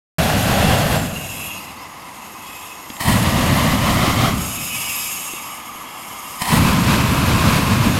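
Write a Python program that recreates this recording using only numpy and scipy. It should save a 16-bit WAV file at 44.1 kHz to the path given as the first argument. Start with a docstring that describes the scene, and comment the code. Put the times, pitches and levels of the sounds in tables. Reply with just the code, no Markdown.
"""A backpack flamethrower fires three bursts in a forest clearing, a few metres away.
The sound opens in mid-burst: a turbulent fuel jet tears over the deep, lumpy roar of the fireball, which
lingers after the valve shuts at 1 s. Gas then hisses and whistles through the nozzle's resonances over a
soft rush, a far bird chirps and the gun knocks. At 3 s fuel sputters out, flares and burns until 4.3 s.
After more venting and knocks, the third burst catches at 6.5 s and roars to the end."""
import sys
import numpy as np
from scipy import signal
from scipy.fft import rfft, irfft, next_fast_len
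from scipy.io import wavfile
from scipy.ndimage import map_coordinates

SR = 44100
rng = np.random.default_rng(int(sys.argv[2]) if len(sys.argv) > 2 else 0)


def generate_wav(signal):
    """Clip the signal to [-1, 1] and save it as 16-bit WAV at the path in sys.argv[1]."""
    frames = np.transpose(np.atleast_2d(signal))
    scaled = np.clip(frames, -1, 1) * 32767
    pcm = np.round(scaled).astype(np.int16)
    wavfile.write(sys.argv[1], SR, pcm)


N = 352359
TIME = np.arange(N) / SR
FREQ = np.maximum(np.fft.rfftfreq(next_fast_len(N, real=True), 1 / SR), 1)

# Squeezes of the trigger; levels in all tables are relative: (valve opens [s], fuel catches [s],
# valve shuts [s], roar [dB], jet [dB], gas [dB], flare [dB], flare decay [s], jet growth [dB/s])
TRIGGER_PULLS = [(-.2, -.1, 0.96, -17.5, -19.5, -26, -3, .1, -1),
                 (3.007, 3.085, 4.29, -17, -23, -27.5, 9.5, 0.038, 1),
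                 (6.408, 6.527, 8.3, -15.5, -22, -29, 5, 0.15, -0.5)]


def from_db(db):
    """Amplitude ratio of a level: tenfold for every 20 dB."""
    return 10 ** (np.asarray(db) / 20)


def drift(rate):
    """Low-pass noise of unit variance: a random fluctuation slower than about rate [Hz]."""
    step = 20
    size = next_fast_len(N // step + 2, real=True)
    rolloff = 1 + (np.fft.rfftfreq(size, step / SR) / rate) ** 2
    slow = irfft(rfft(rng.standard_normal(size)) / rolloff, size)
    return np.interp(np.arange(N) / step, np.arange(size), (slow - slow.mean()) / slow.std())


def coloured(drive, colour, resonances=()):
    """Source-filter model: a broad spectrum and narrow resonances shape the drive; rms 1."""
    hz, db = np.transpose(colour)
    shape_db = np.interp(np.log(FREQ), np.log(hz), db)
    for centre, width, height in resonances:
        shape_db = shape_db + height / (1 + (2 * (FREQ - centre) / width) ** 2)
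    size = next_fast_len(N, real=True)
    out = irfft(rfft(drive, size) * from_db(shape_db), size)[:N]
    return out / out.std()


def eddies(depth_db, rate):
    """Turbulent intermittency: noise whose strength comes in lumps."""
    return rng.standard_normal(N) * from_db(depth_db * drift(rate))


def crackle(per_s, spread_db):
    """Shot noise: fuel droplets give impulses of random time and size; rms 1."""
    sizes = from_db(spread_db * np.minimum(rng.exponential(1, N), 4))
    pops = (rng.random(N) < per_s / SR) * sizes * rng.choice([-1, 1], N)
    return pops / pops.std()


def glide(sound, ratio):
    """Time warping slides every frequency of a steady noise by the same changing ratio."""
    return map_coordinates(sound, [np.cumsum(ratio)], order=3, mode="wrap")


def waver(sound, resonances, swell_db, swell_rate, bend):
    """Modulation by unsteady flow favours now one resonance, now another, and bends them all."""
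    out = sound
    for hz, width, height in resonances:
        if height > 0:
            band = signal.lfilter(*signal.iirpeak(hz, hz / width, fs=SR), sound)
            out = out + band * (from_db(swell_db * drift(swell_rate)) - 1)
    return glide(out / out.std(), 1 + bend * drift(swell_rate))


def held(start, end, rise_s, fall_s):
    """Exponential envelope: it swells up to start, holds at 1 and decays after end."""
    outside = np.maximum(start - TIME, 0) / rise_s + np.maximum(TIME - end, 0) / fall_s
    return np.exp(-np.minimum(outside, 20))


def burning(start, end, rise_s, drop_s, tail_db, tail_s):
    """Two-stage decay: a flame holds while fed, then drops quickly to a weaker, slower tail."""
    tail = from_db(tail_db)
    return (1 - tail) * held(start, end, rise_s, drop_s) + tail * held(start, end, rise_s, tail_s)


def fuel_flows():
    """Amplitude envelope of the burning stream, one per burst: it lights, grows or sags, and tears off."""
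    flows = []
    for _, catches, shuts, _, jet_db, *_, growth_db_per_s in TRIGGER_PULLS:
        age = np.clip(TIME, catches, shuts) - catches
        alight = burning(catches, shuts, rise_s=0.037, drop_s=0.0072, tail_db=-3, tail_s=0.21)
        flows.append(from_db(jet_db + growth_db_per_s * age) * alight)
    return flows


def bird(scatter_s=0.025):
    """Frequency-swept tones, fastest at their low end, are blurred by scattering among the trees."""
    # notes: (time [s], length [s], start pitch [Hz], end pitch [Hz], level [dB])
    chirps = [(1.563, .06, 4080, 4900, -43), (1.69, 0.045, 5150, 4300, -46),
              (1.763, 0.087, 4120, 5300, -44), (1.984, 0.046, 5370, 4100, -47),
              (2.452, 0.038, 4130, 5300, -43)]
    direct = np.zeros(N)
    for s, length, start_hz, end_hz, db in chirps:
        along = np.clip((TIME - s) / length, 0, 1)
        slide = np.sin(along * np.pi / 2) if end_hz > start_hz else 1 - np.cos(along * np.pi / 2)
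        hz = start_hz + (end_hz - start_hz) * slide
        arch = np.abs(np.sin(np.pi * along)) ** 0.5
        direct += from_db(db) * arch * np.sin(2 * np.pi * np.cumsum(hz) / SR)
    age = TIME[:SR // 5]
    echoes = rng.standard_normal(len(age)) * np.exp(-age / scatter_s)
    scattered = signal.fftconvolve(direct, echoes / np.linalg.norm(echoes))[:N]
    return (direct + scattered) / np.sqrt(2)


def rush():
    """Filtered noise: the low air of the clearing, and the idling gun's hollow rush between bursts."""
    # spectra of the air and the rush: (frequency [Hz], level [dB])
    air_spectrum = [(20, -30), (60, -4), (130, -4), (220, 1), (300, -0.5), (400, -7.5), (800, -4.5),
                    (2000, -11), (6000, -17.5), (15000, -54)]
    rush_spectrum = [(250, -30), (450, -14.5), (600, -11.5), (780, -1.5), (1050, 0), (1270, 0), (1450, -17),
                     (1800, -15.5), (2200, -6), (3100, -15.5), (3800, -33), (6000, -45)]
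    # the gun idles: (start [s], end [s], level [dB])
    pauses = [(1.494, 2.98, -38), (4.79, 6.392, -35)]
    # resonances, one table per pause: (frequency [Hz], width [Hz], gain [dB])
    pause_resonances = [
        [(1010, 87, 5.5), (1210, 80, 0.5), (1470, 200, -10), (2040, 290, 8), (2330, 260, -12), (2670, 220, 8),
         (3380, 85, 0)],
        [(1000, 100, 2.5), (1190, 210, 6.5), (1499, 160, -2), (1710, 49, 14), (2130, 236, 7), (2770, 31, 17.5),
         (3020, 65, 15), (3290, 99, 19.5)],
    ]
    out = from_db(-40.5) * coloured(eddies(depth_db=1.0, rate=24), air_spectrum)
    for (start, end, db), resonances in zip(pauses, pause_resonances):
        idle = coloured(eddies(depth_db=0.9, rate=12), rush_spectrum, resonances)
        out = out + from_db(db) * held(start, end, rise_s=0.38, fall_s=0.18) * idle
    return out


def knocks(thud_t60=0.027, tick_t60=0.014, tick_band_hz=(1700, 4400)):
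    """Each impact on gun or gear excites one damped mode, a dull thud, with a dry tick of noise."""
    # knocks: (time [s], thud level [dB], thud frequency [Hz], tick level [dB])
    impacts = [(2.335, -33, 380, -40), (2.902, -21, 266, -23), (2.967, -43, 300, -30),
               (5.336, -23.5, 338, -27), (5.757, -29, 220, -50), (6.420, -12.5, 202, -27)]
    out = np.zeros(N)
    band = signal.butter(3, tick_band_hz, "band", fs=SR, output="sos")
    tick = signal.sosfilt(band, rng.standard_normal(N))
    for s, thud_db, hz, tick_db in impacts:
        age = np.clip(TIME - s, 0, 1)
        out += from_db(thud_db - 60 * age / thud_t60) * np.sin(2 * np.pi * hz * age)
        out += from_db(tick_db - 60 * age / tick_t60) * (age > 0) * tick / tick.std()
    return out


def whistles(swell_db_per_s=8.5, fade_db_per_s=19.5):
    """Noise-driven resonance: after shut-off the nozzle whistles hoarsely, swelling and fading."""
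    # whistles: (start [s], strongest [s], end [s], peak level [dB])
    soundings = [(1.167, 1.44, 1.575, -30.5), (2.51, 2.55, 2.75, -38), (4.556, 4.83, 5.5, -27.5)]
    # broad spectrum: (frequency [Hz], level [dB])
    spectrum = [(1000, -37), (1700, -3), (2200, -7.5), (2900, 5.5), (3400, -4), (4300, -11), (5500, -40)]
    # throat resonances, one table per whistle: (frequency [Hz], width [Hz], gain [dB])
    throats = [
        [(2160, 240, 14), (2590, 350, 21), (2794, 62, 13.5), (3340, 110, 14), (3980, 210, 23.5)],
        [(2300, 250, -5), (2550, 160, 15), (2580, 110, 7), (3350, 110, 11)],
        [(1670, 99, -1.5), (2298, 130, 21.5), (2558, 99, 20), (2720, 50, 20), (2960, 30, 19.5), (3260, 83, 7),
         (3500, 110, -17)],
    ]
    out = 0
    for (start, strongest, end, db), throat in zip(soundings, throats):
        whistle = coloured(eddies(depth_db=0.5, rate=8), spectrum, throat)
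        whistle = waver(whistle, throat, swell_db=3.7, swell_rate=8.13, bend=0.005)
        below_db = np.maximum(swell_db_per_s * (strongest - TIME), fade_db_per_s * (TIME - strongest))
        out = out + from_db(db - below_db) * held(start, end, rise_s=0.16, fall_s=0.14) * whistle
    return from_db(-1.0) * out


def gas_flow(sag_db_per_s=2.5):
    """Envelope of the gas: it sags through each burst, and the venting in the pauses adds in power."""
    # venting hiss, one table per pause: (time [s], level [dB])
    vent_curves = [
        [(1.0, -32), (1.42, -32), (1.58, -37.5), (1.73, -42.5), (1.94, -46.5), (2.15, -43), (2.58, -39),
         (2.8, -42), (2.97, -39)],
        [(4.42, -26.5), (4.7, -27), (4.85, -23.5), (5.2, -27.5), (5.58, -38), (5.85, -41.5), (6.1, -36.5),
         (6.39, -33)],
    ]
    out = 0
    for _, catches, shuts, _, _, gas_db, *_ in TRIGGER_PULLS:
        sag_db = sag_db_per_s * np.maximum(TIME - catches, 0)
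        out = out + from_db(gas_db - sag_db) * held(catches, shuts, rise_s=0.017, fall_s=0.04)
    for curve in vent_curves:
        s, db = np.transpose(curve)
        venting = from_db(np.interp(TIME, s, db) - 0.44) * held(s[0], s[-1], rise_s=0.15, fall_s=0.058)
        out = np.hypot(out, venting)
    return out


def nozzle(wet_share=0.38, full_flow_db=-23):
    """Escaping gas hisses, spits a little and excites the bore's resonances; fuel in the bore damps them."""
    # hiss spectrum: (frequency [Hz], level [dB])
    spectrum = [(1500, -16), (2800, -1.5), (4200, -8.5), (6000, -8), (8000, -4), (9800, -4.5), (11300, -2),
                (12600, -3), (14200, -6.5), (15800, -19)]
    # bore resonances: (frequency [Hz], width [Hz], gain [dB])
    bore = [(3710, 76, 8), (4100, 430, -6), (5060, 200, 11), (5480, 100, 6.5), (5900, 130, 1),
            (6050, 200, 0), (6633, 320, 12.5), (7440, 320, 9), (7760, 250, -5), (8120, 140, 6.5),
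            (8940, 150, 6.5), (10780, 220, 4), (11550, 570, 6.5), (12200, 500, -0.5)]
    drive = eddies(depth_db=1.1, rate=20) + from_db(-25) * crackle(per_s=340, spread_db=-1.0)
    ringing = waver(coloured(drive, spectrum, bore), bore, swell_db=2.5, swell_rate=5, bend=0.004)
    fuel = sum(fuel_flows()) / from_db(full_flow_db)
    damped = wet_share * np.minimum(fuel, 1)
    return gas_flow() * ((1 - damped) * ringing + damped * coloured(drive, spectrum))


def spurts(catch_db=-19, growth_db=6.5):
    """Forced resonance of the barrel: the valve spits, and cold fuel sputters harder until it catches."""
    # the valve snaps open or shut: (time [s], level [dB])
    spits = [(.928, -22), (3.005, -35), (6.419, -17.5)]
    # spectrum of unlit fuel: (frequency [Hz], level [dB])
    spectrum = [(60, -14), (250, 1), (480, -22), (720, 2), (1100, 0), (1480, -17), (2500, -9), (3600, -11),
                (6400, -13.5), (8300, -8), (11500, -9.5), (15500, -17)]
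    # resonances of the open valve and barrel: (frequency [Hz], width [Hz], gain [dB])
    barrel = [(990, 110, 8.5), (1925, 440, 18), (3080, 140, 12), (4200, 550, 7), (5120, 220, 9),
              (9700, 360, 2)]
    strength = sum(from_db(db) * held(s, s, rise_s=0.001, fall_s=0.0057) for s, db in spits)
    for opens, catches, *_ in TRIGGER_PULLS:
        level_db = catch_db + np.interp(TIME, [opens, catches], [-growth_db, 0])
        strength = strength + from_db(level_db) * held(opens, catches, rise_s=0.0096, fall_s=0.085)
    return strength * coloured(eddies(depth_db=1.5, rate=45), spectrum, barrel)


def puffs():
    """Sudden expansion: a pocket of vapour catching radiates one swing of pressure."""
    # ignitions: (time [s], peak level [dB], half-width [s])
    pockets = [(3.012, -19.5, 0.0011), (3.092, -8, 0.0016)]
    out = np.zeros(N)
    for s, db, half_width in pockets:
        offset = np.clip((TIME - s) / half_width, -10, 10)
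        out += from_db(db) * offset * np.exp(0.5 - 0.5 * offset ** 2)
    return out


def billowing(roar_flicker_db=0.72, jet_flicker_db=1.06):
    """Common amplitude modulation: billows and a small flicker give the gains of fireball and jet."""
    # big billows of flame: (time [s], half-width [s], roar gain [dB], jet gain [dB])
    billows = [(0.74, 0.055, 4, 2.5), (3.387, 0.089, 1, 3), (3.522, 0.038, 5, 2), (3.928, 0.065, 3, 1),
               (4.243, 0.045, 2.5, 0.5), (6.782, 0.022, 5.5, 2), (6.948, 0.082, 1.5, 3.5),
               (7.487, 0.1, 1, 3.5), (7.856, 0.04, 5.5, 2.5)]
    flicker = drift(rate=5.8)
    roar_db, jet_db = roar_flicker_db * flicker, jet_flicker_db * flicker
    for s, half_width, roar_gain_db, jet_gain_db in billows:
        swell = np.exp(-((TIME - s) / half_width) ** 2)
        roar_db += roar_gain_db * swell
        jet_db += jet_gain_db * swell
    return from_db(roar_db), from_db(jet_db)


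def jet(dull_hz=2200, dulling_s=0.24):
    """Turbulent jet noise: the burning stream tears and crackles, then dulls as the last fuel flies off."""
    # jet spectrum: (frequency [Hz], level [dB])
    spectrum = [(150, 0), (330, -2.5), (700, 1.5), (1100, -2.5), (1600, -3), (2600, -9), (4000, -11),
                (6000, -16.5), (9000, -20.5), (12000, -20.5), (15500, -30.5)]
    # humps and hollows set by the aim, one table per burst: (frequency [Hz], width [Hz], gain [dB])
    aims = [
        [(370, 55, -5.5), (684, 360, 5), (910, 85, -7), (1250, 220, -2), (2270, 400, -2), (2710, 390, 5.5),
         (3330, 250, 2.5)],
        [(436, 53, -7.5), (695, 180, -0.5), (850, 120, -5), (1110, 410, 7.5), (1520, 460, -8), (1940, 400, 5.5),
         (2400, 250, -1.5), (2927.5, 440, 5)],
        [(425, 99, -1.5), (770, 310, -6.5), (1048.6, 260, 7.5), (1507.5, 250, -0.5), (1880, 360, -4),
         (2560, 530, 5)],
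    ]
    # the spectrum slides up as the muzzle is lowered: (time [s], frequency ratio [1])
    muzzle_sweep = [(.2, 1.01), (1.0, 1.003), (3.2, 0.96), (3.7, 1), (4.2, 1.09), (4.5, 1.12), (6.5, 1),
                    (8, 1)]
    ratio = np.interp(TIME, *np.transpose(muzzle_sweep))
    out = 0
    for (_, _, shuts, *_), flow, aim in zip(TRIGGER_PULLS, fuel_flows(), aims):
        drive = eddies(depth_db=0.46, rate=180) + from_db(-11) * crackle(per_s=900, spread_db=3.0)
        bright = glide(coloured(drive, spectrum, aim), ratio)
        dull = signal.lfilter(*signal.butter(1, dull_hz, fs=SR), bright)
        near = np.exp(-np.maximum(TIME - shuts, 0) / dulling_s)
        out = out + flow * (near * bright + (1 - near) * dull)
    return from_db(2.0) * out


def fireball(flight_s=0.054):
    """Combustion roar: the cloud flares as it catches, burns on while the last fuel flies, and dies away."""
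    # bass-heavy roar spectrum: (frequency [Hz], level [dB])
    spectrum = [(15, -22), (30, -39), (55, -4.5), (100, 0.5), (170, 0), (215, -2), (280, -7.5),
                (350, -17.5), (480, -45.5), (900, -55)]
    strength = 0
    for _, catches, shuts, roar_db, _, _, flare_db, flare_s, _ in TRIGGER_PULLS:
        boost_db = flare_db * np.exp(-np.maximum(TIME - catches, 0) / flare_s)
        alight = burning(catches, shuts + flight_s, rise_s=0.017, drop_s=0.051, tail_db=-7.5, tail_s=0.29)
        strength = strength + from_db(roar_db + boost_db) * alight
    roar = coloured(eddies(depth_db=1.0, rate=74), spectrum)
    return from_db(-1.6) * strength * roar


def scene():
    """Superposition of fire, gun and bird in one channel; the same billows shake fireball and jet."""
    roar_swell, jet_swell = billowing()
    fire = roar_swell * fireball() + jet_swell * jet() + puffs()
    gun = spurts() + nozzle() + whistles() + rush() + knocks()
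    return (fire + gun + bird())[None]


def record(dry, opens_s=0.184, ceiling=1.7, cutoff_hz=15800):
    """The sound opens abruptly; soft saturation rounds the peaks and a low-pass filter cuts the top."""
    rounded = ceiling * np.tanh(dry * (TIME >= opens_s) / ceiling)
    return signal.sosfilt(signal.ellip(12, 0.1, 90, cutoff_hz, fs=SR, output="sos"), rounded)


dry = scene()
out = record(dry)
generate_wav(out)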